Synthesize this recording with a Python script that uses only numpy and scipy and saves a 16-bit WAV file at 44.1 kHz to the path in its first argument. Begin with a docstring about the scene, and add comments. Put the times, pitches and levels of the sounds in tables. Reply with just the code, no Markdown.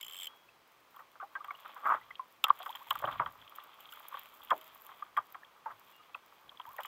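"""Paddle and tackle knock on the hollow hull of a plastic kayak, as an angler fights a fish on a calm sea:
bursts of noise ring the bands of the hull shell. Short gliding sines are air pockets gulping at the waterline
and the pitched body of some knocks. The reel's drag ratchets tooth by tooth through ringing spool modes, and
small tackle ticks in the case cavities. Behind lie surges, ripples, rustling wet cloth and line, a heaving hull
and a steady hiss. All is heard by a microphone in a sealed case on the bow."""
import sys
import numpy as np
from scipy import signal
from scipy.io import wavfile

SR = 44100
rng = np.random.default_rng(int(sys.argv[2]) if len(sys.argv) > 2 else 0)


def master(y):
    """Save y as 16-bit WAV."""
    cut = np.clip(np.atleast_2d(y).T, -1, 1)
    pcm = np.round(cut * 32767)  # scale
    wavfile.write(sys.argv[1], SR, pcm.astype(np.int16))


def ratio_of_db(decibels):
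    """Turn decibels (scalar or array-like) into linear amplitude factors; 0 dB maps to 1."""
    return 10 ** (np.asarray(decibels, float) / 20)


N = 302957


def rms_one(x):
    """Scales to an rms of 1."""
    return x / np.sqrt(np.mean(x ** 2) + 1e-20)


def peak_one(x):
    """Scales to a peak of 1."""
    return x / (np.max(np.abs(x)) + 1e-20)


def add(out, start_s, x):
    """Mixes x into out from start_s on."""
    i = int(start_s * SR)
    out[i:i + len(x)] += x[:N - i]


def cut(x, hz, kind):
    """Steep low-pass or high-pass."""
    return signal.sosfilt(signal.butter(6, hz, kind, fs=SR, output="sos"), x)


def ring(drive, hz, t60):
    """A decaying mode: a unit click sets a sine of height 1 ringing."""
    r, w = ratio_of_db(-60 / (t60 * SR)), 2 * np.pi * hz / SR
    return signal.lfilter([0, np.sin(w)], [1, -2 * r * np.cos(w), r * r], drive + 1e-18)


def cavity(x, hz, width):
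    """A resonance with gain 1 on top."""
    r = np.exp(-np.pi * width / SR)
    poles = [1, -2 * r * np.cos(2 * np.pi * hz / SR), r * r]
    return signal.lfilter([(1 - r * r) / 2, 0, (r * r - 1) / 2], poles, x)


def cavity_twice(x, hz, width):
    """Two passes of one resonance, for steeper flanks."""
    return cavity(cavity(x, hz, width), hz, width)


def drift(rate):
    """Slow random wander of spread 1: noise through two low-pass poles at rate, in Hz."""
    r = np.exp(-80 * np.pi * rate / SR)  # runs at SR / 40
    slow = signal.lfilter([1], [1, -2 * r, r * r], rng.standard_normal(N // 40 + 2002))[2000:]
    return np.interp(np.arange(N) / 40, np.arange(len(slow)), rms_one(slow))


def grit(per_s, spread_db, bed):
    """Random clicks of uneven size, in clumps, over smooth noise."""
    sizes = ratio_of_db(spread_db * np.minimum(rng.exponential(1, N), 5)) * rng.choice([-1, 1], N)
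    born = rng.random(N) < per_s * ratio_of_db(5.0 * drift(9)) / SR
    return rms_one(sizes * born) + bed * rng.standard_normal(N)


def swells(rows, rise, fall):
    """Level in dB that climbs to each row's height, holds and sinks, at steady dB per s."""
    t = np.arange(N) / SR
    levels = []
    for start, held, db in rows:
        levels.append(db - rise * np.maximum(start - t, 0) - fall * np.maximum(t - start - held, 0))
    return np.max(levels, axis=0)


# Blows on the hull: t/s, peak level before the band cuts/dB, t60 of the shell at 1.1 kHz/s,
# hardness (tilt about 1.1 kHz)/dB per octave
BLOWS = [(0.943, -48, .3, 5), (0.967, -44, .006, 8), (0.99, -43, .08, 4), (1.155, -45, .006, -0.5),
         (1.202, -41, .1, 4), (1.224, -38, .05, -7), (1.353, -30, .04, 9), (1.443, -37, .03, 17),
         (1.506, -29, .015, 7), (1.654, -37.5, .035, 8), (1.763, -38.5, .1, 1.5), (2.105, -39, .008, 22),
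         (2.44, -26.5, .006, 3), (2.467, -29, .01, 12), (2.482, -29, .06, 4.5), (2.51, -27.5, .006, 5),
         (2.602, -36.5, .006, 0), (2.66, -31, .04, 6), (2.751, -38, .006, 17), (2.907, -20, .035, 7),
         (2.953, -29.5, .025, 8), (3.023, -32.5, .05, -13), (3.039, -22.5, .025, -9),
         (3.072, -24.5, .03, -4), (3.084, -27, .03, 6), (3.126, -38, .006, 6), (3.196, -18.5, .03, -1),
         (3.215, -25, .06, -3), (3.261, -28, .006, 6), (3.423, -46.5, .006, 21.5),
         (3.584, -34.5, .006, 8.5), (4.124, -36, .04, 12), (4.142, -31, .02, 6), (4.17, -36, .03, 5),
         (4.496, -38, .02, 10), (4.506, -21, .012, 13), (4.512, -18, .05, -10), (4.89, -40, .04, 12),
         (4.916, -41, .02, 16), (5.023, -38, .02, 16), (5.167, -27.5, .012, 18), (5.173, -22, .006, 0),
         (5.183, -29, .012, 3), (5.345, -37, .03, 12), (5.657, -34, .07, -4), (6.148, -33, .02, 3),
         (6.598, -39, .02, 16), (6.653, -41, .006, 8), (6.785, -30, .04, -4), (6.799, -36, .006, 13),
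         (6.849, -33.5, .006, 19)]


def knocks():
    """A blow fills the hull with ringing; bending waves carry the highs faster, and the highs die first."""
    out, t = np.zeros(N), np.arange(int(.2 * SR)) / SR
    for s, db, t60, hard_db in BLOWS:
        rough, drives = rng.standard_normal(len(t)), []
        for hz, _, _ in HULL_BANDS:
            age = np.maximum(t - 2.2 / hz, 0)  # lower bands arrive later
            life = t60 * (1100 / hz) ** 1.02
            skin = ratio_of_db(-60 * (age / life) ** 1.47)
            hollow = ratio_of_db(-14 - 60 * age / 0.12)  # the air inside keeps sounding
            drives.append(rough * (age > 0) * (skin + hollow))
        add(out, s - .002, ratio_of_db(db) * peak_one(shell(drives, hard_db)))
    return cut(cut(out, hz=244, kind="high"), hz=3520, kind="low")


# Crowded modes of the hull shell, as bands: f/Hz, width of the finished band/Hz, relative level/dB
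HULL_BANDS = [(361, 137, -37), (611, 220, -15.5), (860, 96, -5), (1130, 257, -0.5), (1367, 340, -13.5),
              (1768, 170, -20), (2400, 260, -37), (3220, 150, -36)]


def shell(drives, hard_db):
    """Each hull band rings with its own drive; three passes keep its flanks steep and the valleys dark."""
    out = 0
    for (hz, width, db), band in zip(HULL_BANDS, drives):
        for _ in range(3):
            band = cavity(band, hz, 2 * width)  # three wide passes leave about one width
        out = out + ratio_of_db(db + hard_db * np.log2(hz / 1100)) * band
    return out


# Heavy blows that the whole hull answers: t/s, peak level of the boom before the low cut/dB
HEAVY_BLOWS = [(2.504, -61), (3.036, -46), (3.075, -51), (3.197, -43), (4.516, -51), (5.178, -60)]
# Low modes of the hull body: f/Hz, relative level/dB, t60 (a thud takes 0.7 of it)/s
BODY_MODES = [(56, -9, 0.26), (114, -3.5, 0.13), (147, -0.5, 0.073), (253, -5.5, 0.058)]


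def thuds():
    """A heavy blow shakes the hull for some milliseconds and sets its low modes going."""
    out, t = np.zeros(N), np.arange(SR // 4) / SR
    for s, db in HEAVY_BLOWS:
        push = rng.standard_normal(len(t)) * ratio_of_db(-60 * t / .06)
        boom = sum(ratio_of_db(mode_db) * ring(push, hz, .7 * t60) for hz, mode_db, t60 in BODY_MODES[1:])
        shake = cut(push, hz=430, kind="low")
        add(out, s, ratio_of_db(db) * cut(peak_one(boom) + ratio_of_db(-5) * peak_one(shake), hz=104, kind="high"))
    return out


# Short gliding tones, air pockets gulping at the waterline and the pitched body of some knocks on the hull:
# t/s, level of the tone before its waver/dB, start f/Hz, f after one length/Hz,
# length (the tail runs on to 1.3 of it)/s
SHORT_TONES = [(0.486, -54, 2540, 2670, .013), (1.2, -38, 1310, 1000, .029), (1.212, -44, 1520, 1500, .022),
               (1.224, -41.5, 757, 830, .035), (1.352, -34, 1557, 1603, .025),
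               (1.403, -39.5, 1130, 1270, .017), (1.482, -37.5, 1160, 1176, .024),
               (1.505, -38, 2150, 2240, .01), (1.545, -49, 2640, 3080, .013), (1.87, -21, 1230, 1250, .009),
               (1.891, -20, 1200, 1220, .006), (1.9, -19, 1230, 1200, .006), (1.906, -19, 1120, 1080, .007),
               (2.01, -54, 1950, 2050, .02), (2.107, -40, 1990, 2070, .01),
               (2.194, -30.5, 1077, 1035, .015), (2.21, -50.5, 995, 1014, .04),
               (2.439, -28, 1316, 1265, .025), (2.502, -8, 1108, 1134, .008), (2.599, -44, 715, 773, .036),
               (2.681, -38, 620, 1107, .032), (2.8, -46, 760, 1270, .034), (2.865, -49, 880, 960, .02),
               (3.021, -41, 590, 580, .04), (3.198, -25, 1000, 960, .018), (3.918, -47, 1050, 1600, .022),
               (4.514, -24, 1100, 880, .022), (4.565, -62.5, 635, 640, .19), (5.022, -35, 1180, 1230, .014),
               (5.174, -21, 1080, 1150, .007), (5.181, -21, 1150, 1250, .011),
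               (5.431, -46.5, 1720, 1800, .0071), (5.659, -33, 930, 840, .025),
               (5.93, -64, 2800, 2900, .14), (5.995, -54, 1230, 1260, .04), (6.144, -36, 2500, 2670, .0087),
               (6.597, -41.5, 990, 996, .015), (6.661, -46, 800, 1230, .062),
               (6.739, -47.5, 1070, 1110, .02), (6.783, -36.5, 1900, 1900, .01)]
SWELL_S, SWELL_S_PER_OCTAVE = .0025, .024  # a tone that glides up also swells for longer
WAVER_DB, WAVER_HZ = 1.6, 120  # the tone is unsteady


def gliding_tones():
    """A short sine swells, glides in pitch and dies, with a snap of noise at its start."""
    out = np.zeros(N)
    for s, db, from_hz, to_hz, length in SHORT_TONES:
        octaves_up = max(np.log2(to_hz / from_hz), 0)
        swell = min((SWELL_S + SWELL_S_PER_OCTAVE * octaves_up) / length, .7)  # share of the length
        u = np.arange(int(1.3 * length * SR)) / (length * SR)
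        attack = np.sin(np.pi / 2 * u / swell) ** 2
        decay = ratio_of_db(-16 * ((u - swell) / (1.01 - swell)) ** 2)
        glide = from_hz + (to_hz - from_hz) * u
        tone = np.where(u < swell, attack, decay) * np.sin(2 * np.pi * np.cumsum(glide) / SR)
        waver = rms_one(cavity_twice(rng.standard_normal(len(u)), WAVER_HZ, WAVER_HZ))
        tone = tone * ratio_of_db(WAVER_DB * waver)
        # the snap is weaker when the swell takes a larger share
        snap = rng.standard_normal(len(u)) * ratio_of_db(-60 * u * length / .012)
        snap = cut(cavity(snap, 1.3 * from_hz, 1.5 * from_hz), hz=2.2 * from_hz, kind="low")
        add(out, s, ratio_of_db(db) * (tone + ratio_of_db(-7 - 40.0 * swell) * peak_one(snap)))
    return cut(out, hz=260, kind="high")


# The reel's drag slips twice, one table a slip: t/s, rate/teeth per s,
# peak level of a tooth's spool ring before its random spread/dB
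DRAG_SLIPS = [
    [(0.003, 55, -38), (0.085, 60, -38), (0.13, 92, -38), (0.225, 93, -35.5), (0.282, 55, -35)],
    [(6.822, 45, -45), (6.868, 45, -39)],
]
TOOTH_WOBBLE, TOOTH_SPREAD_DB = .04, 1.7  # spread in shares of a tooth's spacing, and in dB


def teeth():
    """A tooth passes whenever the turning spool has moved on one spacing; none is quite even."""
    rows = []
    for slip in DRAG_SLIPS:
        s, per_s, db = np.transpose(slip)
        t = np.arange(s[0], s[-1], 1 / SR)
        passed = np.cumsum(np.interp(t, s, per_s)) / SR
        marks = np.arange(.5, passed[-1])
        wobble, luck_db = rng.standard_normal((2, len(marks)))
        when = np.interp(marks + TOOTH_WOBBLE * wobble, passed, t)
        tooth_db = np.interp(when, s, db) + TOOTH_SPREAD_DB * luck_db
        rows += zip(when, tooth_db, np.interp(when, s, per_s))
    return rows


# Modes of the spool: f at 70 teeth per s/Hz, relative level before a random spread/dB, t60/s
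SPOOL_MODES = [(2280, -21, 0.06), (3110, 3.5, 0.03), (3340, -9, 0.04), (5150, -26, .045), (7500, -4, 0.012)]
TOOTH_SLIDE_S, SPOOL_BEND = .0026, .04  # scrape up a tooth; pitch share per octave of tooth rate


def reel():
    """Each tooth scrapes a spring into the spool's modes, higher when line runs fast, and rattles the case."""
    out, t = np.zeros(N), np.arange(SR // 3) / SR
    for s, db, per_s in teeth():
        slide = t / TOOTH_SLIDE_S
        snap = rng.standard_normal(len(t)) * slide * np.exp(-slide ** 2)
        bend = 1 + SPOOL_BEND * np.log2(per_s / 70) + 0.007 * rng.standard_normal()
        spool = ratio_of_db(-28) * ring(snap, 3316, 0.7)  # the metal frame rings on
        for hz, mode_db, t60 in SPOOL_MODES:
            spool = spool + ratio_of_db(mode_db + rng.normal(0, 2.5)) * ring(snap, hz * bend, t60)
        spool -= .6 * cavity(spool, 4200, 1200)  # the case is deaf between its cavities
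        spool = peak_one(cut(spool, hz=1900, kind="high"))
        chatter = rng.standard_normal(len(t)) * ratio_of_db(-60 * t / 0.02)
        rattle = peak_one(high_cavities(chatter))
        add(out, s - .001, ratio_of_db(db) * (spool + ratio_of_db(-4) * rattle))
    return out


# Hard small ticks of tackle: t/s, peak level of the treble/dB, 3 kHz cavity against the treble/dB
HARD_TICKS = [(0.9627, -49, -6), (1.4452, -48, 0), (2.44, -20, 6), (2.4826, -40, -6), (2.59, -42, -10),
              (2.6289, -44, 5), (2.6615, -43.5, 0), (2.7553, -36.5, -1.5), (2.9062, -23.5, -2),
              (2.9553, -38.5, -4), (2.9892, -37.5, -6.5), (3.4951, -46, -10), (3.5595, -38.5, -12),
              (3.6382, -45, -12), (3.8051, -42.5, -7.5), (3.9223, -44, -5), (3.9365, -42, -19),
              (3.9962, -42.5, -25), (4.0837, -35.5, -22), (4.1933, -35.5, -14), (4.233, -44.5, -11),
              (4.3392, -49, -11), (4.4343, -44.5, -22), (4.4489, -39.5, -29), (4.504, -41, 3),
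              (4.5776, -40, -14), (4.612, -44, -5.5), (4.6676, -46, -23), (4.748, -41.5, -24),
              (4.82, -40.5, -29), (4.848, -46, -18), (4.865, -41.5, -12), (5.1708, -43.5, 3),
              (5.323, -43, -19), (6.664, -47, -10), (6.7314, -44, -24), (6.7646, -41.5, -10),
              (6.805, -44, 0), (6.833, -42, -4)]


def ticks():
    """A short crack of noise sets the case cavities ringing, the lowest at its own level."""
    out, t = np.zeros(N), np.arange(SR // 25) / SR
    for s, db, low_db in HARD_TICKS:
        crack = rng.standard_normal(len(t)) * (ratio_of_db(-60 * t / 0.015) + ratio_of_db(-27.5 - 60 * t / 0.072))
        lean_db = 0.8 * (low_db + 9)  # per octave: a duller tick favours the lower cavities
        high = 0
        for hz, width, level_db in CAVITIES[1:]:
            lean = ratio_of_db(level_db - lean_db * np.log2(hz / 14000))
            high = high + lean * cavity_twice(crack, hz, 1.6 * width)  # two passes leave about one width
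        low = low_cavity(cavity(crack, 2500, 1500))
        add(out, s, ratio_of_db(db) * (peak_one(high) + ratio_of_db(low_db) * peak_one(low)))
    return out


# Dull taps of tackle: t/s, peak level/dB
DULL_TAPS = [(2.154, -40.5), (2.4972, -33.5), (2.605, -45), (2.6209, -40), (2.6928, -38), (2.7267, -43),
             (2.7511, -38.5), (2.9078, -22.5), (3.054, -35), (3.1258, -40.5), (3.26, -40), (3.4152, -47),
             (3.477, -44), (3.5508, -52), (3.6012, -45.5), (3.8546, -44.5), (3.8896, -45), (3.9245, -43),
             (4.418, -49), (4.43, -49), (4.4728, -47), (4.486, -47), (4.5067, -29.5), (5.1711, -44),
             (5.4475, -50), (6.1454, -45), (6.4931, -41), (6.5725, -45), (6.5974, -44), (6.6144, -45)]


def taps():
    """A dull tap is a short burst of noise that reaches the lowest case cavity only."""
    out, t = np.zeros(N), np.arange(SR // 25) / SR
    for s, db in DULL_TAPS:
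        crack = rng.standard_normal(len(t)) * ratio_of_db(-60 * t / 0.01)
        add(out, s, ratio_of_db(db) * peak_one(low_cavity(cavity(crack, 3200, 800))))
    return out


# Cavities of the case: f/Hz, width/Hz, relative level (of all but the first)/dB
CAVITIES = [(3237, 310, 0), (5150, 630, -7), (7580, 1400, -1.5), (12400, 880, -20.5), (13950, 1900, 11)]


def high_cavities(x):
    """The case's upper cavities resonate side by side."""
    return sum(ratio_of_db(level_db) * cavity(x, hz, width) for hz, width, level_db in CAVITIES[1:])


def low_cavity(x):
    """The lowest case cavity resonates, with little above it."""
    hz, width, _ = CAVITIES[0]
    return cut(cavity(x, hz, width), hz=3750, kind="low")


# Surges of water: start t/s, held time/s, rms level of the shell before its throbbing/dB
WATER_SURGES = [(1.858, .09, -30.5), (5.688, .03, -48)]


def gushes():
    """A surge of water throbs unevenly against the shell."""
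    level_db = swells(WATER_SURGES, rise=750, fall=600)
    surge = rng.standard_normal(N) * ratio_of_db(2.4 * drift(74))
    struck = cavity(shell([surge] * len(HULL_BANDS), hard_db=-6.5), 1150, 2000)
    struck = rms_one(cut(struck, hz=3400, kind="low"))
    spray = ratio_of_db(-38) * rng.standard_normal(N)
    rumble = ratio_of_db(-26) * rms_one(cavity_twice(surge, 300, 300))
    return ratio_of_db(level_db) * (struck + spray + rumble)


# What stirs: t/s, level of the ripples' wash/dB, level of the rustle of cloth and line/dB
STIRRING = [(0.0, -66, -62), (0.3, -67, -70), (0.48, -78, -81), (1.23, -74, -80), (1.4, -58, -72),
            (1.62, -59, -63), (1.9, -55, -64), (2.2, -69, -76), (2.48, -74, -77), (2.6, -57, -63),
            (2.93, -59, -60.5), (3.12, -44, -55), (3.25, -59, -68), (3.45, -61, -68), (4.07, -60, -64),
            (4.2, -58, -59), (4.42, -62, -68), (4.6, -61, -62), (4.78, -63, -69), (4.9, -59, -61),
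            (5.13, -66, -75), (5.6, -65, -75), (5.81, -66, -67), (6.2, -67, -72), (6.58, -67, -75),
            (6.87, -62, -62)]


def stir_levels():
    """Wash and rustle levels in dB, in straight lines from point to point."""
    s, wash_db, rustle_db = np.transpose(STIRRING)
    t = np.arange(N) / SR
    return np.interp(t, s, wash_db), np.interp(t, s, rustle_db)


def ripples(wash_db):
    """Ripples patter on the hull: clumped clicks over noise drive every band of the shell."""
    patter = grit(260, spread_db=4.2, bed=0.82)
    return ratio_of_db(wash_db) * rms_one(shell([patter] * len(HULL_BANDS), hard_db=-5.0))


def rustle(rustle_db):
    """The angler's cloth and line scratch in the lowest case cavity."""
    scratch = grit(500, spread_db=3.0, bed=0.43)
    hz, width, _ = CAVITIES[0]
    body = cavity(scratch, hz, width) + ratio_of_db(-3) * cavity(scratch, 2380, 1240)
    return ratio_of_db(rustle_db) * rms_one(cut(body, hz=3610, kind="low"))


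def crackle(rustle_db):
    """The rustle's treble crackles in the upper cavities, louder where the tackle ticks often."""
    t = np.arange(N) / SR
    near = sum(np.exp(-((t - s) / .15) ** 2) for s, _, _ in HARD_TICKS)
    ticks_per_s = near / (.15 * np.sqrt(np.pi))
    # follows .55 of the rustle's swing, and .28 dB more for each tick per s
    treble_db = -73.5 + .55 * (rustle_db - rustle_db.mean()) + .28 * ticks_per_s
    clicks = grit(220, spread_db=4.0, bed=0.5) * ratio_of_db(1.5 * drift(5))
    return ratio_of_db(treble_db) * rms_one(high_cavities(clicks))


# The hull heaves: start t/s, held time/s, level/dB
HULL_HEAVES = [(1.9, .05, -65), (2.97, .33, -60.5), (5.72, .1, -76)]


def heave():
    """The hull heaves in the swell: unsteady noise keeps its low modes ringing."""
    level_db = np.maximum(swells(HULL_HEAVES, rise=250, fall=80), -87)  # never below the calm level
    swell = rng.standard_normal(N) * ratio_of_db(4.9 * drift(8))
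    modes = sum(ratio_of_db(mode_db) * ring(swell, hz, t60) for hz, mode_db, t60 in BODY_MODES)
    return ratio_of_db(level_db) * rms_one(cut(modes, hz=53.6, kind="high"))


# Spectrum of the steady floor: f/Hz, relative level per Hz/dB
FLOOR = [(24, -21), (388, -5), (1240, 0), (1530, -7), (2340, -7), (3380, -12), (4290, -14.5), (8530, -23.5),
         (11100, -23.5), (15200, -21), (16500, -22)]


def hiss():
    """Far sea and the microphone's own noise, in third-octave bands."""
    out, edges = 0, 25 * 2 ** np.arange(0, 9.7, 1 / 3)
    white = rng.standard_normal((2, N))  # neighbouring bands take turns, so they stay independent
    hz, db = np.transpose(FLOOR)
    for k, (low, high) in enumerate(zip(edges, edges[1:])):
        band = signal.sosfilt(signal.butter(2, [low, high], "band", fs=SR, output="sos"), white[k % 2])
        middle = np.log(low * high) / 2
        out = out + ratio_of_db(np.interp(middle, np.log(hz), db)) * band
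    return ratio_of_db(-65.5) * rms_one(out)


def scene():
    """Blows, gliding tones, reel and tackle over a steady background that stops at 16 kHz."""
    wash_db, rustle_db = stir_levels()
    stirring = ripples(wash_db) + rustle(rustle_db) + crackle(rustle_db) + heave()
    top = signal.cheby2(16, 40, 16030, fs=SR, output="sos")
    steady = signal.sosfilt(top, stirring + hiss() + gushes())
    return (knocks() + thuds() + gliding_tones() + reel() + ticks() + taps() + steady)[None]


def low_pass(x):
    """Removes everything above the highest recorded frequency."""
    return signal.sosfilt(signal.butter(12, 17010, fs=SR, output="sos"), x)


def record(dry):
    """A steep low-pass takes off the top from 17 kHz."""
    top = signal.cheby2(10, 50, 17000, fs=SR, output="sos")
    return low_pass(signal.sosfilt(top, dry))


dry = scene()
out = record(dry)
master(out)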